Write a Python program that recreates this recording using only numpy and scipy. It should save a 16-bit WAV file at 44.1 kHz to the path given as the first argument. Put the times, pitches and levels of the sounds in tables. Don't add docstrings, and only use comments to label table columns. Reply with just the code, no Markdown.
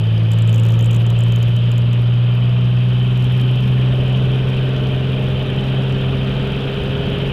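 import sys
import numpy as np
from scipy import signal
from scipy.io import wavfile
from scipy.ndimage import uniform_filter1d

SR = 44100
rng = np.random.default_rng(int(sys.argv[2]) if len(sys.argv) > 2 else 0)


def master(y):
    cut = np.clip(np.atleast_2d(y).T, -1, 1)
    pcm = np.round(cut * 32767)
    wavfile.write(sys.argv[1], SR, pcm.astype(np.int16))


def linear_from_db(decibels):
    return 10 ** (np.asarray(decibels, float) / 20)


N = 322812

# (time [s], firing rate [Hz], firing tone rms [dB])
ENGINE_SPEED = [(0.0, 111.0, -14.7), (0.2, 111.4, -13.7), (0.5, 112.9, -11.7), (0.8, 114.8, -11.8),
                (1.2, 116.6, -12.2), (2.0, 119.5, -13.0), (3.2, 124.6, -14.0), (3.9, 127.3, -15.1),
                (4.4, 128.6, -15.9), (4.8, 129.7, -18.2), (5.4, 130.8, -19.4), (6.2, 131.5, -19.0),
                (6.45, 132.4, -22.0), (6.8, 134.1, -24.0), (7.1, 135.1, -22.2), (7.32, 135.3, -21.2)]
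# (time [s], share facing front [0-1])
FACING_FRONT = [
    (0, 0.09),
    (1.1, 0),
    (1.9, .95),
    (2.75, .95),
    (3.3, 0.5),
    (3.9, 0),
    (7.32, 0.08),
]
# (frequency [Hz], rms [dB])
CABIN_RESPONSE = [(165, -25.5), (203, -33.5), (222, -42.5), (258, -37), (275, -34.5), (366, -48.5),
                  (377, -37.5), (405, -32)]
# (frequency [Hz], rms [dB])
UNEVEN_TONES = [(20, -58), (70, -39), (110, -44), (280, -52), (450, -51), (615, -50.5), (665, -60),
                (1600, -62)]
UNEVEN_ACCENTS = {15: 1.9, 20: 6.0, 21: 2.8, 23: 3.5, 24: 2.5, 26: -2, 28: 4.1, 29: -2, 30: 5.0, 32: -8, 33:
                  6.0, 36: 5.1}

# (frequency [Hz], density [dB/Hz])
RUMBLE_SPECTRUM = [(12, -28), (28, -2), (70, -2), (150, 0.5), (210, -3), (290, -12.5), (500, -53.5),
                   (1500, -99)]
# (frequency [Hz], density [dB/Hz])
BOOM_SIDE_SPECTRUM = [(200, -19.5), (290, 0), (390, 3), (480, 1.5), (620, -2), (720, -5), (1000, -18),
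                      (1500, -32.5), (4000, -99)]
# (frequency [Hz], density [dB/Hz])
BOOM_FRONT_SPECTRUM = [(200, -35), (290, -8), (390, 7), (500, -2), (620, -3.5), (720, -11), (1000, -14),
                       (1500, -24.5), (4000, -99)]
# (frequency [Hz], density [dB/Hz])
AIRFLOW_SPECTRUM = [(600, -23), (900, -13.5), (1400, -12), (1800, -11.5), (2080, -16.5), (2550, -6),
                    (2800, -8), (3100, -4), (3450, -11), (3700, -13.5), (4300, -27.5), (4800, -31.5),
                    (5600, -40), (9000, -99)]
# (frequency [Hz], density [dB/Hz])
BUZZ_SPECTRUM = [(2500, -40), (4000, 6), (4800, 9), (5500, 6), (6200, 2), (7200, 0), (11000, -1),
                 (12200, -5), (14200, -2)]

# (start [dB], gain with speed [dB/s], change facing front [dB], change in mid swing [dB])
RUMBLE_LEVEL = (-29.5, 0.69, -2, -0.3)
BOOM_LEVEL = (-37, 0.89, -7, -0.8)
AIRFLOW_LEVEL = (-37.0, 0.77, -1.35, -0.1)
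WHISTLE_LEVEL = (-44, 0.08, -2, 5)
BUZZ_LEVEL = (-57, 0.24, -3.5, 1.8)
RING_LEVEL = (-66, -.5, 8.5, -2.5)

# (first crest [s], crests [count], length [ms])
OVERLOAD_RUNS = [(0.3169, 2, .8), (0.3201, 1, 1.5), (0.3881, 1, .6), (0.4232, 1, 1.1), (0.4766, 2, .8),
                 (0.5296, 2, .85), (0.5433, 2, .6), (0.5823, 2, .7), (0.6355, 2, .6), (0.6663, 1, .5),
                 (0.6880, 4, .45), (0.7928, 5, .8), (0.8586, 1, .5), (0.9104, 1, .6), (0.9148, 4, .6),
                 (0.9453, 2, .55), (1.0662, 1, .55), (1.1043, 1, .6), (1.1907, 2, .9), (1.2373, 1, .6),
                 (1.3234, 1, .55), (1.3614, 1, 1.2), (1.4298, 1, .9), (1.5653, 1, .5), (1.7176, 1, 1.0),
                 (1.7812, 1, .8), (1.9324, 1, .4)]
# (time [s], peak [dB])
LIMIT_TICKS = [(0.5961, -28), (0.7541, -28), (0.8234, -31), (1.001, -28), (1.0185, -27), (1.031, -29),
               (1.1006, -28), (1.2723, -30), (1.2847, -30), (1.4256, -28), (1.4806, -28), (1.4932, -28),
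               (2.0198, -28), (2.3532, -28), (3.1765, -28), (3.2447, -25), (3.3247, -26), (3.4129, -27),
               (3.4167, -28), (3.5597, -27), (3.6075, -28), (3.679, -26)]

CYLINDERS = 6
UNEVEN_GAIN_DB_PER_S, UNEVEN_HIDDEN_DB = .5, -3.5
WHISTLE_HZ, WHISTLE_WIDTH_HZ = 3110, 190
RING_HZ, RING_T60_S = (4600, 4750, 4880), .016
CHATTER_HZ, CHATTER_DB, SNAP_DB = 7150, -30, -28
FULL_MS, LENGTH_SPREAD = .6, .5
TICK_MS = .06
BAND_EDGE_HZ = 14230
LEAK_DB = -31
FULL_SCALE_S, FULL_SCALE_DB = 3.3773, -25


def evened(x):
    return x / np.sqrt(np.mean(x ** 2) + 1e-20)


def columns(rows):
    time_s, *values = np.transpose(rows)
    return [np.interp(np.arange(N) / SR, time_s, v) for v in values]


def read(points, hz):
    points_hz, value = np.transpose(points)
    return np.interp(np.log(hz + 1), np.log(points_hz + 1), value)


def wander(top_hz):
    t = np.arange(0, N / SR + .02, .01)
    hz = np.geomspace(.1, top_hz, num=16)
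    sines = np.sin(2 * np.pi * (t[:, None] * hz + rng.random(16)))
    slow = (sines / np.sqrt(hz)).sum(1)
    return np.interp(np.arange(N) / SR, t, evened(slow))


def noise(spectrum, patchy_db, size, count=8):
    hz = np.fft.rfftfreq(size, 1 / SR)
    real, imag, patches = rng.standard_normal((4 * N // size + 5, len(hz), 3)).T
    patches = uniform_filter1d(patches, size=10, axis=0)
    patches = evened(uniform_filter1d(patches, size=count, axis=1))
    level = read(spectrum, hz)[:, None] + patchy_db * patches
    frames = (real + 1j * imag) * linear_from_db(level)
    return evened(signal.istft(frames, nperseg=size, noverlap=3 * size // 4)[1][:N])


def facing_front():
    return np.clip(columns(FACING_FRONT)[0], 0, 1)


def level_db(start_db, gain_db_per_s, front_db, swing_db):
    front = facing_front()
    swing = 4 * front * (1 - front)
    return start_db + gain_db_per_s * np.arange(N) / SR + front_db * front + swing_db * swing


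def cycles():
    firing_hz = columns(ENGINE_SPEED)[0] * (1 + 0.001545 * wander(8))
    return np.cumsum(firing_hz) / SR / CYLINDERS


def tone(turns, multiple, db):
    return np.sqrt(2) * linear_from_db(db) * np.cos(2 * np.pi * (multiple * turns + rng.random()))


def engine(turns):
    firing_hz, firing_db = columns(ENGINE_SPEED)
    out = tone(turns, CYLINDERS, firing_db + 0.46 * wander(12))
    for k in (9, 12, 18):
        cabin_db = read(CABIN_RESPONSE, k * firing_hz / CYLINDERS)
        out += tone(turns, k, cabin_db + .6 * wander(9.2) + 1.2 * wander(2.5))
    gain_db = UNEVEN_GAIN_DB_PER_S * (np.arange(N) - N / 2) / SR
    hidden_db = UNEVEN_HIDDEN_DB * columns(FACING_FRONT)[0]
    for k in sorted(set(range(1, 74)) - {6, 7, 9, 11, 12, 13, 17, 18}):
        db = np.repeat(read(UNEVEN_TONES, k * firing_hz[::100] / CYLINDERS), 100)[:N]
        db = db + gain_db + hidden_db * (20 < k < 30)
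        out += tone(turns, k, db + UNEVEN_ACCENTS.get(k, 0) + 4.0 * wander(4.0))
    return out


def rumble():
    return linear_from_db(level_db(*RUMBLE_LEVEL)) * noise(RUMBLE_SPECTRUM, 1.7, size=4096)


def panel_boom():
    front = facing_front()
    side_boom = np.sqrt(1 - front) * noise(BOOM_SIDE_SPECTRUM, 0.4, size=2048)
    front_boom = np.sqrt(front) * noise(BOOM_FRONT_SPECTRUM, 0.68, size=2048)
    return linear_from_db(level_db(*BOOM_LEVEL)) * (side_boom + front_boom)


def airflow(turns):
    shape = ((-10.0, -99), (-1, -13.5), (0, -1), (0, -15.0), (24, -99))  # (widths off centre, dB)
    cavity = [(WHISTLE_HZ + k * WHISTLE_WIDTH_HZ, db) for k, db in shape]
    rush = linear_from_db(level_db(*AIRFLOW_LEVEL)) * noise(AIRFLOW_SPECTRUM, 1.3, size=512)
    whistle_db = level_db(*WHISTLE_LEVEL) + 0.57 * wander(1.0)
    whistle = linear_from_db(whistle_db) * noise(cavity, 0.9, size=1024, count=16)
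    throb = np.exp(.12 * np.cos(2 * np.pi * turns))
    return (rush + whistle) * throb


def trim(turns):
    late = uniform_filter1d(rng.standard_normal(N), size=400) * 2.6
    at = np.flatnonzero(np.diff(np.floor(np.maximum.accumulate(3 * turns + late))))
    harder = np.arange(len(at)) % 3 == 0
    knocks = np.zeros(N)
    knocks[at] = linear_from_db(3.5 * rng.standard_normal(len(at)) + 3.5 * harder)
    t = np.arange(1500) / SR
    burst = signal.oaconvolve(knocks, (1 - np.exp(-t / 0.00051)) * np.exp(-t / 0.0028))[:N]
    buzz = evened(noise(BUZZ_SPECTRUM, 1.0, size=512, count=50) * (1.3 + evened(burst)))
    decay = linear_from_db(-60 * t / RING_T60_S) * (1 - np.exp(-t / 0.00052))
    ring = np.zeros(N)
    for hz in RING_HZ:
        struck = knocks * rng.uniform(-1.2, 1, N)
        ring += signal.oaconvolve(struck, decay * np.sin(2 * np.pi * hz * t))[:N]
    ring_db = level_db(*RING_LEVEL) + 4.6 * wander(3.4)
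    return linear_from_db(level_db(*BUZZ_LEVEL)) * buzz + linear_from_db(ring_db) * evened(ring)


def snap(t, ms):
    enter = np.sinc((t + .0004 * ms) * SR * .7)
    leave = np.sinc((t - .0004 * ms) * SR * .5)
    return enter + .45 * leave


def overloads():
    out = np.zeros(N)
    t = np.arange(-64, 65) / SR
    firing_hz = columns(ENGINE_SPEED)[0]
    for first_s, count, run_ms in OVERLOAD_RUNS:
        for k in range(count):
            s = first_s + 2 * k / firing_hz[round(first_s * SR)]
            turn, pull, luck = rng.random(3)
            ms = run_ms * (1 + LENGTH_SPREAD * (luck - .5) * (k > 0))
            phase = 2 * np.pi * (CHATTER_HZ * (1 + 0.17 * (pull - .5)) * t + turn)
            envelope = np.exp(-(t / (.00045 * ms)) ** 4)
            chatter = (np.cos(phase) + .45 * np.cos(2 * phase)) * envelope
            chatter_gain = linear_from_db(CHATTER_DB - 1.6 * luck) * min(ms / FULL_MS, 1)
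            at = round(s * SR) - 64
            out[at:at + len(t)] += chatter_gain * chatter + linear_from_db(SNAP_DB) * snap(t, ms)
    for s, db in LIMIT_TICKS:
        at = round(s * SR) - 64
        out[at:at + len(t)] += linear_from_db(db) * snap(t, TICK_MS * (.5 + rng.random()))
    return out


def scene():
    turns = cycles()
    return (engine(turns) + rumble() + panel_boom() + airflow(turns) + trim(turns))[None]


def top_cut(x):
    return signal.sosfilt(signal.butter(12, 15830, fs=SR, output="sos"), x)


def record(dry):
    faults = overloads()
    band_limit = signal.firwin(511, BAND_EDGE_HZ, window=("kaiser", 9), fs=SR)
    limited = signal.oaconvolve(dry + faults, band_limit[None], "same")
    converter_snap = linear_from_db(FULL_SCALE_DB) * (np.arange(N) == round(FULL_SCALE_S * SR))
    mix = limited + linear_from_db(LEAK_DB) * faults + converter_snap
    return top_cut(mix)


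dry = scene()
out = record(dry)
master(out)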